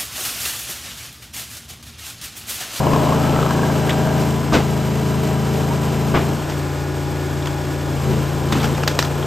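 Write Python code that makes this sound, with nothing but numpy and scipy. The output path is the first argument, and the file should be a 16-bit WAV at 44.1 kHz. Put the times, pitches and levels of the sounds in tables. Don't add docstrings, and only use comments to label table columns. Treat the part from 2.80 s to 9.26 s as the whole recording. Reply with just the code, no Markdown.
import sys
import numpy as np
from scipy import signal
from scipy.fft import rfft, irfft, next_fast_len
from scipy.io import wavfile
from scipy.ndimage import uniform_filter1d

SR = 44100
rng = np.random.default_rng(int(sys.argv[2]) if len(sys.argv) > 2 else 0)


def master(y):
    cut = np.clip(np.atleast_2d(y).T, -1, 1)
    pcm = np.round(cut * 32767)
    wavfile.write(sys.argv[1], SR, pcm.astype(np.int16))


N = 284886

# (time [s], firing rate [Hz], pump load [-1 lugging, 0 idle, 1 ram returning, 2 pushing])
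ENGINE = [(0, 27.61, 1.98), (1.1, 27.44, 1.76), (1.4, 27.62, 1.65), (1.51, 27.63, 1.04),
          (1.68, 28.42, 0.62), (1.76, 27.62, 1.2), (1.98, 27.24, 1.01), (3.38, 27.81, 0.94),
          (3.49, 28.11, 0.84), (3.58, 29, 0.78), (3.69, 29.4, -0.19), (3.78, 28.38, 0.024),
          (5.05, 28.44, 0.0017), (5.14, 27.96, -.2), (5.25, 27.21, -.8), (5.33, 27.22, -1.2),
          (5.47, 28.43, -0.49), (5.63, 27.84, -0.33), (5.72, 27.6, -1), (5.86, 27.65, -0.91),
          (5.97, 28.64, -0.7), (6.17, 28.3, -0.25), (6.46, 28.86, -0.48)]
# (pump load, exhaust [dB], clatter [dB], valve gear [dB])
EFFORT = [(-0.95, -22, -28, -38), (-0.021, -26, -31.5, -38), (0.94, -23, -28.5, -37.5),
          (1.87, -23, -26.6, -35.5)]
# (firing order, level [dB])
LUGGING = [(1, -34), (2, -13), (3, -6.5), (4, -15), (5, 1.5), (6, -7.5), (7, -7.5), (8, -5), (9, -19),
           (10, -26), (11, -20), (12, -26), (13, -16), (14, -20), (15, -17), (16, -10), (17, -32),
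           (18, -14), (19, -25), (20, -35), (21, -19), (22, -37), (23, -25), (24, -23), (25, -43),
           (26, -34), (27, -41), (28, -31), (29, -19), (30, -35), (31, -34), (32, -45), (33, -48),
           (34, -42), (35, -31), (36, -18)]
IDLING = [(1, -35), (2, -14), (3, -3), (4, -27), (5, 0.5), (6, -16), (7, -30.5), (8, -21), (9, -27),
          (10, -9.5), (11, -9.5), (12, -27), (13, -8), (14, -16), (15, -25), (16, -22.5), (17, -29.5),
          (18, -17.5), (19, -27), (20, -61), (21, -15), (22, -32.5), (23, -31), (24, -27), (25, -51),
          (26, -25.5), (27, -27), (28, -21.5), (29, -16.5), (30, -68), (31, -24.5), (32, -39), (33, -28),
          (34, -21), (35, -25), (36, -23)]
RETURNING = [(1, -53), (2, -17.5), (3, -6.5), (4, -14.5), (5, 0.5), (6, -5), (7, -6.5), (8, -5.5),
             (9, -21.5), (10, -12.5), (11, -14.5), (12, -57), (13, -22), (14, -10.5), (15, -18.5),
             (16, -10.5), (17, -47), (18, -24), (19, -26.5), (20, -38), (21, -23.5), (22, -23.5),
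             (23, -14.5), (24, -26), (25, -20.5), (26, -48), (27, -70), (28, -19), (29, -24), (30, -29),
             (31, -72), (32, -21.5), (33, -53), (34, -31), (35, -22), (36, -18)]
PUSHING = [(1, -51), (2, -19), (3, -6.5), (4, -20), (5, 1), (6, -2), (7, -9), (8, -5.5), (9, -12), (10, -7),
           (11, -10.5), (12, -22), (13, -18), (14, -11.5), (15, -12.5), (16, -10.5), (17, -65), (18, -40),
           (19, -13.5), (20, -11.5), (21, -28), (22, -11), (23, -7.5), (24, -19), (25, -18), (26, -34),
           (27, -63), (28, -11.5), (29, -20), (30, -19), (31, -12), (32, -17), (33, -23), (34, -24),
           (35, -14), (36, -18)]
# (frequency [Hz], gain [dB])
CLATTER_EQ = [(30, -26), (100, -1), (300, 1), (700, -6.5), (1200, -10), (1900, -14.5), (3000, -17),
              (5000, -21), (8400, -20.5), (9600, -22), (10500, -20.5), (11500, -21.5), (12600, -25.5),
              (15500, -30)]
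# (frequency [Hz], width [Hz], idle boost [dB], loaded boost [dB])
CASING = [(1320, 44, 5, 11), (1440, 30, 11, -1), (1620, 40, -1, 9.5), (1668, 50, 11, -4),
          (1795, 30, 11.5, -6), (2250, 55, 12, 7.5), (2433, 80, 8, 7), (2725, 130, -1, 7.5),
          (3040, 45, -7, 11), (3440, 37, 11, 9), (3980, 60, 0, 9.5), (4729, 40.3, 11, 3),
          (5040, 150, 10, 10.5), (5437, 40.1, 10, 6)]
# (frequency [Hz], gain [dB])
WOOD_EQ = [(88, -9), (150, -7.5), (345, 0.5), (638, -7.5), (729, -6), (792, -6.5), (1620, -16), (2040, -30),
           (3000, -21.5), (8000, -68), (10400, -64), (17600, -120)]
# (time [s], level [dB])
GRIND_FADER = [(0, -28.5), (.2, -25.5), (.5, -26.5), (.6, -23.5), (.8, -28), (.97, -30), (1.1, -28),
               (1.25, -26), (1.4, -30), (1.68, -32), (1.9, -33), (3.6, -29), (4.1, -37), (5.05, -32.5),
               (5.35, -32.5), (5.8, -28), (6.46, -29)]
# (time [s], length [s], pitch [Hz], peak [dB])
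GROANS = [(2.89, 0.053, 928, -22), (5.111, 0.086, 281.3, -24.5), (5.231, 0.13, 376, -23.5),
          (5.302, 0.066, 439.5, -32), (5.742, 0.078, 255, -21), (5.839, 0.077, 285, -24.5)]
# (time [s], level [dB])
CREAKS = [(0.0682, -10.5), (0.1171, -17), (0.1334, -9), (0.162, -11), (0.2333, -14), (0.2708, -12),
          (0.2958, -14), (0.3215, -13), (0.444, -15.5), (0.496, -13), (0.533, -17), (0.5618, -13.5),
          (0.5896, -15), (0.628, -13), (0.6625, -18), (0.709, -17.5), (0.752, -18), (0.7923, -20),
          (0.832, -17.5), (0.8993, -17.5)]
# (time [s], pitch [Hz])
CREAK_PITCH = [(0, 1060), (.33, 1070), (.37, 1300), (.68, 1313), (.71, 1620), (1.5, 1580)]
# (time [s], level [dB], rattle [dB], rattle top end [dB], thump [dB], t60 [s])
KNOCKS = [(1.724, -7.5, -13, 0, -20, 0.097), (1.733, -7, -8.5, -3, -21, 0.11),
          (1.744, -4, -17, -8, -13, 0.14), (1.756, -8, -23, -7, -13, 0.13),
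          (1.789, -13.5, -22, -7, -19, 0.22), (2.928, -19, -32, -9, -29, 0.12),
          (3.341, -6.5, -15.5, -11, -28, 0.15), (3.349, -5.5, -15, -12, -25, 0.092),
          (3.364, -10, -26, -14, -23, 0.15), (3.39, -14, -16, -14, -28, 0.12),
          (5.139, -22, -28, -9, -32, 0.075), (5.722, -15, -9.5, -6, -32, 0.12),
          (5.749, -12, -14.5, -4, -26, 0.12)]
# (frequency [Hz], relative level [dB], t60 [s])
FRAME_MODES = [(172, -22, 0.14), (243, -19, 0.14), (302, 27.5, 0.094), (360, 11, 0.3), (457, -20, .08),
               (630, -5.5, 0.073), (944, -9, 0.072), (1170, 4, 0.074), (1480, 7.5, 0.055)]
# (time [s], peak [dB], low ring [Hz], high ring [Hz], high over low [dB],
# splinter hiss [dB], t60 [s])
CRACKS = [(0.1327, -17, 1650, 2920, 3, 1.5, .03), (0.7066, -13.5, 1620, 2960, -12, 1, .04),
          (1.0932, -9, 2280, 3170, 9, -1, 0.033), (1.1044, -13.5, 2300, 3550, 8, -4, 0.048),
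          (3.6969, -17, 1842, 3480, -10, 8, .08), (3.7194, -22, 2250, 3410, -5, -1.5, 0.069),
          (4.6235, -19, 1654, 3774, -3, 3, 0.03), (4.657, -16.5, 1879, 4494, 5, 9, 0.024),
          (4.671, -16, 2000, 3299, 11, 1.5, .025), (5.7217, -9, 1800, 3730, 2, 4, 0.056),
          (5.7994, -18, 1540, 3700, 10, -2, 0.096), (5.8301, -11.5, 1490, 3020, 2, 2, 0.047),
          (5.8414, -11, 1400, 3443, -8, -1.5, 0.056), (6.0345, -12, 1450, 2806, -6, -2, 0.021),
          (6.0764, -3.5, 1970, 4450, -5, 14, 0.019), (6.1901, -2.5, 1806, 4058, 2, 6, 0.011),
          (6.2261, -6, 1917, 6060, -6, 1.5, .013), (6.2464, -17, 1202, 3096, -4, -2, 0.046),
          (6.4263, -21, 1630, 3370, -1, -3, .055)]
# (frequency [Hz], gain [dB])
WIDTH_EQ = [(40, -27), (130, -19), (300, -19), (600, -12), (1200, -12), (1600, -30), (2600, -36),
            (3400, -17), (5000, -20), (7200, -34), (8400, -10), (9100, -10), (9400, -50), (10800, -50),
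            (11100, -9), (12200, -9), (12700, -45), (14300, -45), (15000, -5)]
# (frequency [Hz], left over right [dB])
PORT_BALANCE = [(60, 0.5), (92, 1.0), (140, 3.5), (210, 1.5), (330, 1.0), (500, 1.5), (770, 3.0),
                (1170, 2.5), (1790, 0.5), (2740, 0.0), (4190, 0.0), (6410, 0.0), (9810, 0.0), (15000, 0.0)]
# (frequency [Hz], left lead [half turns])
PORT_LEAD = [(60, 0), (700, .12), (1500, 0), (7500, 0), (8700, -.45), (9250, -1), (10850, -1),
             (11500, -1.45), (12550, -2), (14400, -2), (15500, -3)]

OVERSPEED_HZ, THROTTLE_DB_PER_HZ = 28.2, -3
IDLE_HZ, LOADED_HZ = 28.4, 27.5
TEAR_START_S, TEAR_END_S, SMALL_SNAPS = 5.74, 6.28, 12
THUMP_HZ, HIGH_CUT_HZ = 81, 15600


def amp(db):
    return 10 ** (np.asarray(db) / 20)


def unit_rms(x):
    return x / np.sqrt(np.mean(x ** 2) + 1e-20)


def automation(rows):
    times, *columns = np.transpose(rows)
    return [np.interp(np.arange(N) / SR, times, column) for column in columns]


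def read_curve(points, hz):
    knots, values = np.transpose(points)
    return np.interp(np.log(hz + 1), np.log(knots + 1), values)


def eq(x, points):
    size = next_fast_len(len(x) + 2048)
    gain = amp(read_curve(points, np.fft.rfftfreq(size, 1 / SR)))
    return irfft(rfft(x, size) * gain, size)[:len(x)]


def wander(seconds, count=1):
    steps = rng.standard_normal((count, N // 128 + 2))
    span = max(round(seconds * SR / 128), 1)
    steps = unit_rms(uniform_filter1d(uniform_filter1d(steps, span, axis=1), span, axis=1))
    return np.array([np.interp(np.arange(N) / 128, np.arange(len(row)), row) for row in steps])


def clicks(per_second, spread_db, cap):
    sizes = amp(spread_db * np.minimum(rng.exponential(1, N), cap))
    hits = rng.random(N) < per_second / SR
    return unit_rms(sizes * hits * rng.choice([-1, 1], N))


def ring(hz, t60, t):
    return amp(-60 * t / t60) * np.sin(2 * np.pi * hz * t)


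def add(mix, start, sound):
    part = mix[round(start * SR):][:len(sound)]
    part += sound[:len(part)]


def stereo_width(direct):
    taps = np.zeros((4, 2000))
    delays = np.arange(40, 1980, 20) + rng.integers(0, 20, (4, 97))
    gains = rng.choice([-1., 1.], delays.shape) * amp(-60 * delays / SR / 0.01)
    np.put_along_axis(taps, delays, gains, axis=1)
    blend = wander(0.028, count=4)
    send = eq(direct, WIDTH_EQ)
    paths = signal.oaconvolve(send[None], taps / np.linalg.norm(taps[0]), axes=1)[:, :N]
    return (paths * blend).sum(axis=0) / np.linalg.norm(blend, axis=0)


def clatter(cycles):
    pulse = 1 + 0.29 * np.exp(-(cycles % 1) / 0.24) + 0.18 * np.exp(-((cycles + .5) % 1) / 0.22)
    ticks = clicks(per_second=1500, spread_db=2.5, cap=5)
    air = rng.standard_normal(N)
    flutter = amp(1.03 * wander(.02)[0])
    return unit_rms(eq(pulse * (air + 0.49 * ticks) * flutter, CLATTER_EQ))


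def valve_gear(cycles, load):
    order = np.arange(1025)
    phase, uneven = rng.random((2, len(order))), rng.standard_normal((2, len(order)))
    hz = np.outer([IDLE_HZ, LOADED_HZ], order)
    casing_db = sum(np.array(boosts)[:, None] / (1 + (2 * (hz - centre) / width) ** 4)
                    for centre, width, *boosts in CASING)
    muted = (order <= len(IDLING)) | (order > 300)
    order_db = read_curve(CLATTER_EQ, hz) + casing_db + 2.4 * uneven - 60 * muted
    loops = irfft(np.exp(2j * np.pi * phase) * amp(order_db), axis=1)
    playhead = (cycles + 0.00037 * wander(0.079)[0]) % 1
    grid = np.arange(loops.shape[1]) / loops.shape[1]
    idle, loaded = [np.interp(playhead, grid, unit_rms(loop)) for loop in loops]
    crossfade = np.clip(abs(load), 0, 1) * np.pi / 2
    return np.cos(crossfade) * idle + np.sin(crossfade) * loaded


def exhaust(cycles, load):
    out, waver = np.zeros(N), wander(0.053, count=len(IDLING))
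    for k, rows in enumerate(zip(LUGGING, IDLING, RETURNING, PUSHING)):
        order, levels = rows[0][0], [row[1] for row in rows]
        db = np.interp(load, range(-1, 3), levels) + 0.079 * order * waver[k]
        phase = -.75 * order ** 2 - .6 * (order % 2) - 1.1
        out += amp(db) * np.cos(2 * np.pi * order * cycles + phase + 0.032 * order * waver[k - 1])
    return np.sqrt(2) * out


def engine(firing_hz, cycles, load):
    loads, *faders = np.transpose(EFFORT)
    exhaust_db, clatter_db, gear_db = [np.interp(load, loads, fader) for fader in faders]
    throttle_db = THROTTLE_DB_PER_HZ * np.maximum(firing_hz - OVERSPEED_HZ, 0)
    return (amp(exhaust_db + throttle_db) * exhaust(cycles, load)
            + amp(gear_db) * valve_gear(cycles, load)
            + amp(clatter_db) * clatter(cycles))


def grind(cycles, load):
    density = amp(1.5 * wander(.01)[0]) * (1 + .5 * np.cos(2 * np.pi * cycles))
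    rub = clicks(per_second=2500 * density, spread_db=2, cap=3) + 0.76 * rng.standard_normal(N)
    carrier = np.exp(2j * np.pi * np.cumsum(automation(CREAK_PITCH)[0]) / SR)
    pole = np.exp(-np.pi * 90 / SR)
    resonance = (carrier * signal.lfilter([1 - pole], [1, -pole], rub / carrier)).real
    sing = unit_rms(resonance * np.clip(load - 1, 0, 1))
    return amp(automation(GRIND_FADER)[0]) * (unit_rms(eq(rub, WOOD_EQ)) + amp(-17.5) * sing)


def groans():
    out, wobble = np.zeros(N), wander(0.0076)[0]
    for start, length, hz, db in GROANS:
        size = round(length * SR)
        pitch = hz * (1 + 0.034 * wobble[round(start * SR):][:size])
        add(out, start, amp(db) * np.hanning(size) * np.sin(2 * np.pi * np.cumsum(pitch) / SR))
    return out


def creaks():
    out, t = np.zeros(N), np.arange(SR // 10) / SR
    rubs = rng.standard_normal((len(CREAKS), 300)) * np.exp(-np.arange(300) / 60)
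    for (start, db), rub in zip(CREAKS, rubs):
        hz = np.interp(start, *np.transpose(CREAK_PITCH))
        split = np.convolve(rub, ring(hz, 0.026, t) + .5 * ring(0.678 * hz, 0.057, t))
        body = eq(np.pad(rub, (0, len(t) - 1)), WOOD_EQ)
        add(out, start, amp(db) * (split / abs(split).max() + 1.34 * body / abs(body).max()))
    return out


def knocks():
    out, t = np.zeros(N), np.arange(SR // 3) / SR
    for start, db, rattle_db, top_db, thump_db, t60 in KNOCKS:
        rattle_noise, body_noise = rng.standard_normal((2, len(t)))
        frame = sum(amp(mode_db + 8.2 * chance) * ring(hz, mode_t60, t)
                    for (hz, mode_db, mode_t60), chance in zip(FRAME_MODES, body_noise))
        body = unit_rms(eq(body_noise, [(30, -55), (60, -7), (350, 2), (1200, -5), (3000, -39)]))
        rattle_eq = [(500, -20), (1200, 4.5), (2800, 1.5), (4800, top_db), (15000, top_db - 21)]
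        rattle = amp(rattle_db) * unit_rms(eq(rattle_noise, rattle_eq))
        envelope = amp(-60 * t / t60) * (1 - np.exp(-t / 0.0034))
        linger = (1 - np.exp(-t / 0.0041)) * amp(25 * t / t60)
        blow = 0.66 * frame / abs(frame).max() + envelope * (0.53 * body + linger * rattle)
        add(out, start, amp(db) * blow + amp(thump_db) * ring(THUMP_HZ, 0.041, t))
    return out


def tearing_snaps():
    slots = (np.arange(SMALL_SNAPS) + rng.random(SMALL_SNAPS)) / SMALL_SNAPS
    starts = TEAR_START_S + (TEAR_END_S - TEAR_START_S) * slots
    return [(start, -19.5 + 0.5 * size, 1750 * (1 + 0.2 * low), 3400 * (1 + 0.18 * high), -3, 3, .035)
            for start, (size, low, high) in zip(starts, rng.standard_normal((SMALL_SNAPS, 3)))]


def cracks():
    out, t = np.zeros(N), np.arange(SR // 8) / SR
    for start, db, low_hz, high_hz, high_db, hiss_db, t60 in CRACKS + tearing_snaps():
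        noise = rng.standard_normal(len(t))
        attack = 1 - np.exp(-t / (0.018 * t60))
        burst = noise * attack * amp(-60 * t / t60)
        rustle = noise * amp(-18.5 - 60 * t / 0.26)
        rings = ring(low_hz, 0.004, t[:800]) + amp(high_db) * ring(high_hz, 0.004, t[:800])
        hiss = eq(burst + rustle, [(120, -30), (500, 5.5), (1500, 6), (5000, 5), (15000, -10)])
        snap = unit_rms(np.convolve(burst, rings)[:len(t)]) + amp(hiss_db) * unit_rms(hiss)
        add(out, start, amp(db) * snap / abs(snap).max())
    return out


def scene():
    firing_hz, load = automation(ENGINE)
    cycles = np.cumsum(firing_hz) / SR
    bed = engine(firing_hz, cycles, load) + grind(cycles, load)
    direct = bed + knocks() + creaks() + cracks() + groans()
    return direct + np.array([[1], [-1]]) * stereo_width(direct)


def record(dry):
    size = next_fast_len(N + 4096)
    hz, side = np.fft.rfftfreq(size, 1 / SR), np.array([[.5], [-.5]])
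    balance = amp(side * read_curve(PORT_BALANCE, hz))
    phase_turn = np.exp(1j * np.pi * side * read_curve(PORT_LEAD, hz))
    heard = irfft(rfft(dry, size, axis=1) * balance * phase_turn, size, axis=1)[:, :N]
    high_cut = signal.firwin(511, HIGH_CUT_HZ, window=("kaiser", 9), fs=SR)
    return signal.oaconvolve(heard, high_cut[None], "same")


dry = scene()
out = record(dry)
master(out)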